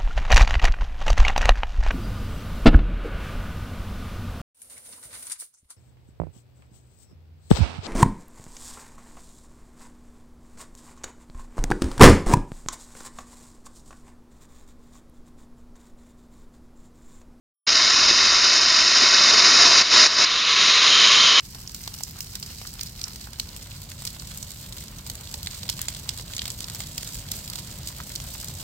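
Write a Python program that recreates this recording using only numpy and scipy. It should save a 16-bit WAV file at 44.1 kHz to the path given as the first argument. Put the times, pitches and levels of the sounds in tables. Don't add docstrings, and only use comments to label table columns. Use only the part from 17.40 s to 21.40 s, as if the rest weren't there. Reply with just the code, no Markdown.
import sys
import numpy as np
from scipy.fft import rfft, irfft, next_fast_len
from scipy.io import wavfile
from scipy.ndimage import map_coordinates

SR = 44100
rng = np.random.default_rng(int(sys.argv[2]) if len(sys.argv) > 2 else 0)


def inscribe(sig):
    pcm = np.round(np.clip(np.atleast_2d(sig).T, -1, 1) * 32767)
    wavfile.write(sys.argv[1], SR, pcm.astype(np.int16))


N = 176400

# start_s, end_s, rise_s, fall_s, level_db
FLAME_BURNS = [(.266, 2.417, 0.012, 0.02, 0), (2.481, 2.666, 0.053, .016, 0.4),
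               (2.738, 2.844, .05, .012, -3)]
# time_s, level_db
FLAME_THRUST = [(.28, -15), (.6, -15.5), (.76, -15.5), (.95, -15), (1.3, -16), (1.55, -16), (1.7, -14),
                (1.95, -13), (2.1, -13), (2.26, -12), (2.38, -12.5), (2.6, -12.5), (2.85, -12)]
# freq_hz, relative_db
HISS_SPECTRUM = [(100, -37), (280, -17), (850, -19.5), (1030, -11), (2100, -6), (3100, -8), (3900, -1),
                 (4400, -3.5), (5050, 1.5), (5600, -3), (6200, -8), (6800, -10), (7300, -18)]
# freq_hz, relative_db
ROAR_SPECTRUM = [(60, -18), (160, -12.5), (280, -6.5), (680, -2), (880, -5.5), (1050, 3), (1500, 0.5),
                 (2500, -5), (5000, -13.5)]


def flame(linger_db=-10, roar_db=-11.5, roar_extra_db_per_db=1.03):
    burning = sum(amp(level_db) * ramp(start_s, rise_s) * (1 - ramp(end_s, fall_s))
                  for start_s, end_s, rise_s, fall_s, level_db in FLAME_BURNS)
    _, out_s, _, out_fall_s, _ = FLAME_BURNS[-1]
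    alight = ignition() * (1 - ramp(out_s, out_fall_s))
    burning = np.maximum(burning, amp(linger_db) * alight)
    thrust_db = curve(FLAME_THRUST)
    flutter_db = 0.95 * wobble(rate_hz=30)
    sputter_db = wobble(rate_hz=110)
    hiss = amp(flutter_db + sputter_db) * rng.standard_normal(N) + shocks(level_db=-5)
    hiss = notched_jet(hiss, HISS_SPECTRUM)
    roar = amp(1.3 * wobble(rate_hz=45)) * rng.standard_normal(N) + shocks(level_db=-2)
    roar = notched_jet(roar, ROAR_SPECTRUM)
    roar *= amp(roar_db + roar_extra_db_per_db * (thrust_db - thrust_db.mean()))
    return burning * amp(thrust_db) * (hiss + roar)


def ignition():
    start_s, _, rise_s, _, _ = FLAME_BURNS[0]
    return ramp(start_s, rise_s)


# time_s, level_db
SMOKE_STRENGTH = [(2.3, -42), (2.43, -26), (2.7, -33), (2.87, -20.5), (3.03, -18.5), (3.25, -15),
                  (3.4, -15), (3.55, -14), (3.8, -14), (4, -14.5)]
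# freq_hz, relative_db
SMOKE_SPECTRUM = [(40, -31), (150, -22), (380, -17.5), (700, -17), (880, -21), (1040, -5.5), (1600, -9.5),
                  (2200, -5.5), (2650, -5), (3350, -4), (3700, -.5), (4030, 0.5), (4500, -7.5),
                  (4850, -3.5), (5900, -9), (6900, -11), (7300, -21.5)]


def smoke_jet(treble_hz=5200, treble_extra_db_per_db=0.56):
    strength_db = curve(SMOKE_STRENGTH)
    turbulence = rng.standard_normal(N) + shocks(level_db=-5.5)
    rush = notched_jet(turbulence, SMOKE_SPECTRUM, notch_share=0.24)
    treble = filtered(rush, lambda f: 1 - 1 / (1 + (f / treble_hz) ** 8))
    treble_gain = amp(treble_extra_db_per_db * (strength_db - strength_db.max()))
    rush = rush - treble + treble * treble_gain
    waver_db = 0.6 * wobble(rate_hz=30)
    return rush * amp(strength_db + waver_db) * ramp(SMOKE_STRENGTH[0][0], length_s=0.05)


def hollow_ring(pitch_hz=3083, width_hz=280, level_db=-21.5):
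    def resonance(f):
        damping = 1j * f * width_hz
        return (damping / (pitch_hz ** 2 - f ** 2 + damping)) ** 2

    envelope = amp(level_db - 0.8 * wobble(rate_hz=14)) * ramp(start_s=3.39, length_s=0.18)
    return envelope * unit(filtered(rng.standard_normal(N), resonance))


def shocks(level_db, rate_per_s=900, spread_db=2.5):
    fronts = rng.random(N) < rate_per_s / SR
    strength_db = spread_db * np.minimum(rng.exponential(size=N), 4)
    return amp(level_db) * unit(fronts * amp(strength_db))


# start_s, level_db
NOZZLE_PUFFS = [(0.7102, -19), (1.635, -20.5)]


def nozzle_puffs(pitch_hz=360, attack_s=0.0005, decay_s=0.0046):
    puffs = np.zeros(N)
    for start_s, level_db in NOZZLE_PUFFS:
        age_s = np.maximum(seconds() - start_s, 0)
        envelope = amp(level_db) * ramp(start_s, attack_s) * np.exp(-age_s / decay_s)
        puffs += envelope * np.sin(2 * np.pi * pitch_hz * age_s)
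    return puffs


# freq_hz, relative_db
RUMBLE_SPECTRUM = [(20, -5.5), (55, 2.5), (100, -3.5), (200, -12.5), (400, -27.5)]


def exhaust_rumble(level_db=-45.5, fade_db_per_s=3):
    rumble = unit(filtered(rng.standard_normal(N), lambda f: amp(spectrum_db(RUMBLE_SPECTRUM, f))))
    waver_db = 1.9 * wobble(rate_hz=14)
    return rumble * amp(level_db - fade_db_per_s * seconds() + waver_db) * ignition()


# centre_hz, half_width_hz, depth_db
ECHO_NOTCHES = [(486, 60, 6.5), (794, 37, 7.5), (1644, 60, 5), (1987, 30, 10.5), (2344, 55, 16),
                (2844, 50, 5), (3268, 65, 19.5), (3422, 75, 16), (4420, 120, 6), (5890, 41, 8),
                (7080, 60, 5.5)]


def notched_jet(turbulence, spectrum, notch_share=1):
    def response(f):
        dips_db = sum(depth_db * np.exp(-((f - centre_hz) / half_width_hz) ** 2)
                      for centre_hz, half_width_hz, depth_db in ECHO_NOTCHES)
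        return minimum_phase(spectrum_db(spectrum, f) - notch_share * dips_db)

    return unit(filtered(turbulence - turbulence.mean(), response))


# delay_s, gain
WALL_ECHOES = [(.00335, -0.094), (.00555, -0.1), (.0087, .05), (0.0161, 0.075)]


def walls(x):
    return filtered(x, lambda f: 1 + sum(gain * np.exp(-2j * np.pi * f * delay_s)
                                         for delay_s, gain in WALL_ECHOES))


def amp(db):
    return 10 ** (np.asarray(db) / 20)


def unit(x):
    return x / np.sqrt(np.mean(x ** 2) + 1e-20)


def seconds():
    return np.arange(N) / SR


def curve(rows):
    return np.interp(seconds(), *np.transpose(rows))


def spectrum_db(rows, f):
    freq_hz, level_db = np.transpose(rows)
    return np.interp(np.log(f + 1), np.log(freq_hz + 1), level_db)


def ramp(start_s, length_s):
    return np.clip((seconds() - start_s) / length_s, 0, 1)


def wobble(rate_hz):
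    return map_coordinates(rng.standard_normal(4096), [seconds() * rate_hz], mode="wrap")


def filtered(x, response):
    size = 2 * next_fast_len(N // 2 + 8192)
    return irfft(rfft(x, size) * response(np.fft.rfftfreq(size, 1 / SR)), size)[:N]


def minimum_phase(level_db):
    cepstrum = irfft(np.log(amp(level_db)))
    half = len(cepstrum) // 2
    folded = np.r_[cepstrum[0], 2 * cepstrum[1:half], cepstrum[half]]
    return np.exp(rfft(folded, len(cepstrum)))


def scene():
    motor = walls(flame() + smoke_jet() + hollow_ring() + nozzle_puffs() + exhaust_rumble())
    return np.array([motor, motor])


# freq_hz, gain_db
MIRROR_LEAK = [(8600, -11.5), (9100, -14.5), (9500, -25.5), (9900, -31.5)]


def record(dry):
    sample_rate_hz, band_hz, top_hz = 16000, 7380, 9932
    ceiling = 0.85
    limited = dry[0] / (1 + (dry[0] / ceiling) ** 8) ** (1 / 8)
    band = filtered(limited, lambda f: 1 / (1 + (f / band_hz) ** 200))
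    mirror = 2 * band * np.cos(2 * np.pi * sample_rate_hz * seconds())
    leak = filtered(mirror, lambda f: amp(spectrum_db(MIRROR_LEAK, f)))
    out = filtered(band + leak, lambda f: f < top_hz)
    return np.array([out, out])


dry = scene()
out = record(dry)
inscribe(out)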